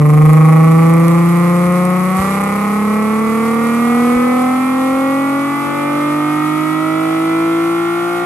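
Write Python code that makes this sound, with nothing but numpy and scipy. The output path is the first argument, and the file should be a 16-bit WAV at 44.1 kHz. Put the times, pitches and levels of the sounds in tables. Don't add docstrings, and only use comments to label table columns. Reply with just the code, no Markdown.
import sys
import numpy as np
from scipy import signal
from scipy.fft import rfft, irfft, next_fast_len
from scipy.io import wavfile

SR = 44100
rng = np.random.default_rng(int(sys.argv[2]) if len(sys.argv) > 2 else 0)


def unload_wav(signal):
    wavfile.write(
        sys.argv[1],
        SR,
        np.round(np.clip(np.atleast_2d(signal).T, -1, 1) * 32767).astype(np.int16),
    )


def makeup_ratio(level_db):
    decades = np.asarray(level_db, float) / 20
    return 10 ** decades


N = 363825
TIME_S = np.arange(N) / SR
CYLINDERS = 6
SHIFT_S, SHIFT_LENGTH_S = 2.2, 0.088


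def rms_one(x):
    return x / np.sqrt(np.mean(x ** 2) + 1e-20)


def in_time(rows):
    return np.interp(TIME_S, *np.transpose(rows))


def on_grid(points, size, axis=1):
    hz = np.maximum(np.fft.rfftfreq(size, 1 / SR), 1)
    points = np.array(points)
    return np.interp(np.log(hz), np.log(points[:, 0]), points[:, axis])


def drift(rate_hz, count=1):
    knots = rng.standard_normal((count, 400))
    place = TIME_S * np.clip(rate_hz, .1, 45)
    k = place.astype(int)
    mix = np.sin(np.pi / 2 * (place - k)) ** 2
    return knots[:, k] * (1 - mix) + knots[:, k + 1] * mix


def highpass(x, hz):
    return signal.sosfilt(signal.butter(4, hz, "high", fs=SR, output="sos"), x)


def causal(spectrum_db):
    cep = irfft(spectrum_db * np.log(10) / 20)
    cep[1:len(cep) // 2] *= 2
    cep[len(cep) // 2 + 1:] = 0
    return np.exp(rfft(cep))


def hall(size, wet_db, t60_s=.35):
    t = np.arange(SR) / SR
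    tail = rng.standard_normal((2, SR)) * makeup_ratio(-60 * t / t60_s) * (t > .004)
    tail /= np.sqrt(np.sum(tail ** 2, axis=1, keepdims=True))
    return 1 + makeup_ratio(wet_db) * rfft(tail, size)


# (pitch [Hz], width [Hz], left [dB], right [dB])
CANCELLING_ECHOES = [(186, 26, -1, -9.5), (285.5, 7.8, -4.5, -26), (312, 21.7, -12, 4),
                     (394.3, 76.5, -67, -19.5), (467.3, 10, -7.5, -6), (513, 14, -17.5, -29),
                     (564.8, 14.4, -42, -31), (608.4, 36.6, -18.5, -39), (683, 84, -19, -15.5),
                     (737.6, 8.3, -61, -35.0), (774, 8.2, -17.5, -10.5), (837, 3.1, -46, -36),
                     (882, 5.7, -0.0, -4), (926, 180, -15.5, -4)]
# (pitch [Hz], width [Hz],
# left [dB], right [dB])
MORE_ECHOES = [(209, 5.8, 3, 2.5), (226.6, 7, -1.5, -0.5), (240, 6.1, 2.5, 3), (333, 8.7, 2.5, 3.5),
               (405, 6, -1, -14), (548, 4.5, -11.5, -7), (625, 3.6, -14, -25), (651, 5, -10, -1),
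               (755, 6.6, 2.5, 5.5), (967, 11, -17, -10), (1166, 17, -3, 3), (1280, 17, -2, -1),
               (1386, 19, 1.5, 1), (1462, 12, 5, -13)]


def echo_db(hz):
    centre, width, *depth_db = np.transpose(CANCELLING_ECHOES + MORE_ECHOES)[:, :, None]
    off = ((hz - centre) / width) ** 2
    return np.array([10 * np.log10(np.prod((off + makeup_ratio(2 * d)) / (off + 1), axis=0)) for d in depth_db])


def echoes_on_grid(size):
    hz = np.fft.rfftfreq(size, 1 / SR)
    coarse_hz = np.arange(0, 4000.)
    return np.array([np.interp(hz, coarse_hz, side_db, right=0) for side_db in echo_db(coarse_hz)])


# (frequency [Hz], left-right likeness [0..1], right leads [rad])
PORTS = [(100, .95, 0), (700, .6, .1), (1250, .9, .1), (1750, .5, .7), (2250, .88, 0), (3300, .55, -1.9),
         (4500, .15, -3.6), (6500, .2, -6.1), (8200, .6, -6.7), (9000, .8, -5.6), (9850, .995, -3.35),
         (10450, .995, -2.95), (11000, .97, -1.9), (12000, .97, 0), (13000, .75, .3)]
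# (frequency [Hz], left minus right [dB])
TILT = [(60, -24), (110, -7), (200, 5), (360, 9), (640, 8), (1170, 1), (2110, -6), (3830, -1), (6930, 1.5),
        (12600, 0)]


def ports(source, other, spectrum):
    size = next_fast_len(N)
    alike = np.clip(on_grid(PORTS, size), 0, 1)
    lead = on_grid(PORTS, size, axis=2)
    a, b = makeup_ratio(on_grid(spectrum, size)) * rfft([source, other], size)
    same = np.sqrt(1 + alike) * a
    apart = np.sqrt(1 - alike) * b
    tilt = makeup_ratio(on_grid(TILT, size) / 2)
    left = (same + apart) * tilt
    right = (same - apart) / tilt * np.exp(1j * lead)
    return rms_one(irfft([left, right], size)[:, :N])


# (time [s], peak [dB], length [s])
GUSTS = [
    (1.66, -26, 0.021),
    (1.88, -38, .025),
    (2.035, -40, 0.056),
    (2.19, -9, 0.014),
    (2.496, -40, 0.017),
    (4.155, -19, 0.018),
    (4.932, -31, .02),
    (5.088, -41, .02),
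    (5.657, -41, 0.024),
]


def buffeting():
    blast = makeup_ratio(-27 - 90 * np.abs(TIME_S - 0.24))
    calm = makeup_ratio(-77 + 14 * drift(6.2)[0])
    low = signal.butter(2, [14, 55], "band", fs=SR, output="sos")
    shared, own = signal.sosfilt(low, rng.standard_normal((2, N + SR)))[:, SR:]
    pressure = rms_one(shared + .25 * own * [[1], [-1]]) * (blast + calm) * makeup_ratio(-6.0)
    for s, peak_db, length_s in GUSTS:
        u = np.clip((TIME_S - s) / length_s, 0, 30)
        thump = u * np.exp(-2.2 * u) * np.sin(2 * np.pi * 2.0 * np.sqrt(u))
        pressure = pressure + makeup_ratio(peak_db + 8.5) * thump * makeup_ratio([[-.7], [.7]])
    return pressure


def puffs(cycle, place, size_db, sharp):
    now = CYLINDERS * cycle
    k = np.clip(np.searchsorted(place, now) - 1, 0, None)
    return np.exp(-sharp * np.abs(now - place[k])) * makeup_ratio(size_db[k])


# (frequency [Hz], density [dB per Hz])
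ROAR = [(25, -62), (70, -3), (200, 0), (600, -6.5), (1200, -4), (1640, -9), (2200, -6.5), (2900, -31),
        (4500, -49)]


def gas_roar(cycle, place, blow_db, white):
    swell = 0.73 + puffs(cycle, place, blow_db, sharp=0.35)
    return ports(*(white * swell), ROAR)


# (frequency [Hz], density [dB per Hz])
HISS = [(2500, -3.5), (3500, -6), (5500, -10.5), (7500, -9.5), (9300, -6.5), (10500, 2.5), (11600, -4.5),
        (12500, -16), (13200, -18), (15000, -33)]
# (time [s], height [ratio])
CRACK = [(0, 1.2), (2.0, 2.2), (4.2, 1.65), (6.0, 0.57), (8.25, 0.47)]
# (time [s], extra level [dB])
SNAPS = [
    (.09, 10),
    (.17, 7),
    (.33, 11.5),
    (.48, 7),
    (.72, 6),
    (.78, 11),
    (1.08, 12),
    (1.85, 9),
    (2.15, 6.5),
]


def jet_hiss(cycle, place, blow_db, chance, white):
    crack_db = 1.7 * blow_db + 2.9 * chance
    for s, extra_db in SNAPS:
        nearest = np.argmin(np.abs(place - CYLINDERS * cycle[int(s * SR)]))
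        crack_db[nearest] += extra_db
    crack = in_time(CRACK) * puffs(cycle, place, crack_db, sharp=4.3)
    jet = makeup_ratio(0.91 * drift(17)[0])
    bright = 0.91 * np.gradient(white[0] * crack)
    return ports(white[0] * jet + bright, white[1] * (jet + 0.22 * crack), HISS)


# (order [per cycle], start [dB], slope [dB/s], after shift [dB], slope [dB/s])
ORDER_LAWS = [(2.0, -44, -7, -46.5, 1.25), (3.0, -40, -3, -35, 0.5), (4.0, -40, 0.7, -38, -1.0),
              (5.0, -27.5, -3.5, -32, -0.82), (6.0, -11.5, 0.34, -13.5, -1.86),
              (7.0, -29, -2.5, -37.5, -0.5), (8.0, -39.5, -7, -38, -1.16), (9.0, -32.5, -5.5, -45, 2.1),
              (10.0, -37, -5, -47.5, 0.4), (11.0, -33.5, -5, -39, 1), (12.0, -26.5, -1, -26, 1.7),
              (13.0, -38.5, -3.5, -32.5, 0.3), (15.0, -38.5, -2.5, -37.5, 1.9),
              (18.0, -23.5, 1.3, -25.5, 1.5), (21.0, -32.5, -3.8, -40.5, 3.5),
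              (24.0, -19, -2.2, -25.5, 3.14)]
# (frequency [Hz], level [dB], left minus right [dB])
PATH = [(54.0, 2.5, -2), (128.8, -4.5, 1), (152.4, 8.5, -1.8), (199.2, -1, -5.5), (334.6, 11.5, 7.5),
        (740, 2.5, -2), (1250, -13, 6), (1460, -24, -6)]


def tones(cycle, firing_hz, flow_db):
    step = slice(0, N, 64)
    t = TIME_S[step]
    late = np.clip((t - SHIFT_S) / SHIFT_LENGTH_S + .5, 0, 1)
    wander = drift(1.547, count=len(ORDER_LAWS))
    path_hz, path_db, side_db = np.transpose(PATH)
    out = np.zeros((2, N))
    for i, (order, early_db, early_slope, late_db, late_slope) in enumerate(ORDER_LAWS):
        order = round(order)
        hz = firing_hz[step] * order / CYLINDERS
        before_db = early_db + early_slope * t
        after_db = late_db + late_slope * (t - SHIFT_S)
        level_db = (1 - late) * before_db + late * after_db
        level_db = level_db + .3 * flow_db[step] + echo_db(hz)
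        turn = 0.1 + (.55 if order > 7 else .08) * wander[i]
        lag = 3.013 * (order / CYLINDERS - 1) + 1.203 * ((order + 3) % 6 - 3) ** 2
        for ch, sign in enumerate((1, -1)):
            heard_db = level_db[ch] + np.interp(np.log(hz), np.log(path_hz), path_db + sign * side_db / 2)
            gain = np.interp(TIME_S, t, makeup_ratio(heard_db))
            out[ch] += gain * np.sqrt(2) * np.cos(2 * np.pi * order * cycle + sign * turn - lag)
    return out


STAGES_S = (0, 2.1, 2.3, 5.2, 8.25)
BLOWS = [(-1.6, 2.9, 1, 0.24, 3), (0.38, 1.7, 2, 2.1, 1), (2.8, 1.6, 1, 1.2, -3.5), (3.4, 2.2, 0, -0.75, 0),
         (3.6, 0.072, -7.5, 3.5, -1.5), (5.3, 1.5, 0.5, 0.37, 2)]
UNEVEN = [(-0.017, 0.003, 0.054, 0.061, 0.066), (0.043, 0.025, 0.013, 0.017, 0.004),
          (0.008, 0.009, 0.001, 0.007, 0.019), (0.005, 0.001, -0.008, -0.012, -0.029),
          (-0.019, -0.022, -0.018, -0.025, -0.006), (-0.02, -0.015, -0.042, -0.048, -0.054)]
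# (time [s], lag [firing intervals])
LAG = [(0, 0.22), (1.3, -0.044), (2.1, -0.049), (2.35, 0.26), (4.2, -0.075), (6.0, -0.17), (8.25, -0.63)]
BURBLE_DB = (-5, 0.5, 5, 4.5, 0.5, -9.5)


def firings(cycle):
    k = np.arange(int(CYLINDERS * cycle[-1]) + 2)
    s = np.interp(k / CYLINDERS, cycle, TIME_S)

    def by_cylinder(rows):
        return np.choose(k % CYLINDERS, [np.interp(s, STAGES_S, row) for row in rows])

    chance = rng.standard_normal((2400, 3))[k]
    place = k + np.interp(s, *np.transpose(LAG)) + by_cylinder(UNEVEN) + 0.0021 * chance[:, 0]
    burble_db = np.take(BURBLE_DB, k % CYLINDERS) * np.exp(-s / 0.72)
    blow_db = by_cylinder(BLOWS) + burble_db + 0.28 * chance[:, 1]
    return place, blow_db, chance[:, 2]


# (frequency [Hz], level [dB])
PIPE = [(30, -62), (90, 3), (300, 16), (560, 8), (780, 6.5), (950, 0.5), (1220, 6), (1420, -8), (1640, -22),
        (1900, -7.5), (2300, -8), (2750, -18.5), (3400, -21.5), (4500, -32)]
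# (frequency [Hz], change [dB])
WARMING = [(800, 3), (1100, -1), (1400, 6.5), (1700, 2), (2300, 0), (2850, 1.5), (3400, 7.5)]


def pulses(cycle, place, blow_db, count=256):
    steps = next_fast_len(count * (len(place) + 6))
    at = np.clip(place * count, 0, None)
    k, part = at.astype(int), at % 1
    train = np.bincount(k, makeup_ratio(blow_db) * (1 - part), steps)
    train[1:] += np.bincount(k, makeup_ratio(blow_db) * part, steps)[:-1]

    order = np.fft.rfftfreq(steps, 1 / (CYLINDERS * count))
    notched = [0, 1] + [round(law[0]) for law in ORDER_LAWS]
    keep = np.prod([1 - np.exp(-((order - n) / .3) ** 4) for n in notched], axis=0)
    keep *= np.exp(-(order / 100) ** 2)
    by_angle = irfft(rfft(train) * keep, steps)
    blown = np.interp(CYLINDERS * count * cycle, np.arange(steps), by_angle)

    size = 2 * next_fast_len(N // 2 + SR // 2)
    tilt = makeup_ratio(on_grid(TILT, size) / 2 * [[1], [-1]])
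    lead = np.exp(1j * on_grid(PORTS, size, axis=2) * [[0], [1]])
    heat = np.arange(N) / N
    pipe_db, change_db = on_grid(PIPE, size), on_grid(WARMING, size)
    cold = rfft(blown * (1 - heat), size) * causal(pipe_db - change_db)
    warm = rfft(blown * heat, size) * causal(pipe_db + change_db)
    echoes = np.array([causal(side_db) for side_db in echoes_on_grid(size)])
    heard = (cold + warm) * echoes * tilt * lead * hall(size, wet_db=-7.0)
    return rms_one(irfft(heard, size)[:, :N])


# (time [s], firing rate [Hz])
SPEED = [(0.0, 147.5), (0.45, 156.3), (0.75, 162.4), (1.35, 172.1), (1.95, 181.5), (2.05, 183.5),
         (2.25, 192.7), (2.35, 195.1), (2.75, 205.6), (3.1, 215.5), (3.8, 234.0), (4.5, 253.2),
         (5.2, 272.1), (5.55, 282.0), (5.9, 290.5), (6.6, 309.1), (7.3, 326.9), (8.25, 350.6)]
# (time [s], level [dB])
FLOW = [(0, -5), (.45, 0.5), (1.0, 0), (2.1, 0), (2.25, 3.5), (2.8, 0.5), (3.4, 1), (4.1, 2.5), (4.7, 0),
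        (5.2, -0.5), (5.9, 0.5), (6.6, 0), (7.3, 0), (8.25, -1.5)]


def scene():
    firing_hz, flow_db = in_time(SPEED), in_time(FLOW)
    cycle = np.cumsum(firing_hz) / SR / CYLINDERS
    place, blow_db, chance = firings(cycle)

    rasp_db = -20 + flow_db
    flare_db = 3 * (TIME_S > SHIFT_S - .04) * np.exp(-np.abs(TIME_S - SHIFT_S) / 0.1)
    hiss_db = -33 + .8 * flow_db + flare_db

    buffet = buffeting()
    white = rng.standard_normal((4, N))
    roar = makeup_ratio(rasp_db - 15) * gas_roar(cycle, place, blow_db, white[:2])
    hiss = makeup_ratio(hiss_db) * jet_hiss(cycle, place, blow_db, chance, white[2:])
    lines = tones(cycle, firing_hz, flow_db)
    rasp = makeup_ratio(rasp_db - 1.91) * pulses(cycle, place, blow_db)
    exhaust = roar + hiss + lines + rasp

    cold, warm = highpass(exhaust, 51), highpass(exhaust, 96)
    return cold + (warm - cold) * TIME_S / TIME_S[-1] + buffet


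def low_pass(x):
    return signal.sosfilt(signal.butter(12, 13150, fs=SR, output="sos"), x)


def record(dry):
    rounded = dry / (1 + (dry / .93) ** 6) ** (1 / 6)
    return low_pass(rounded)


dry = scene()
out = record(dry)
unload_wav(out)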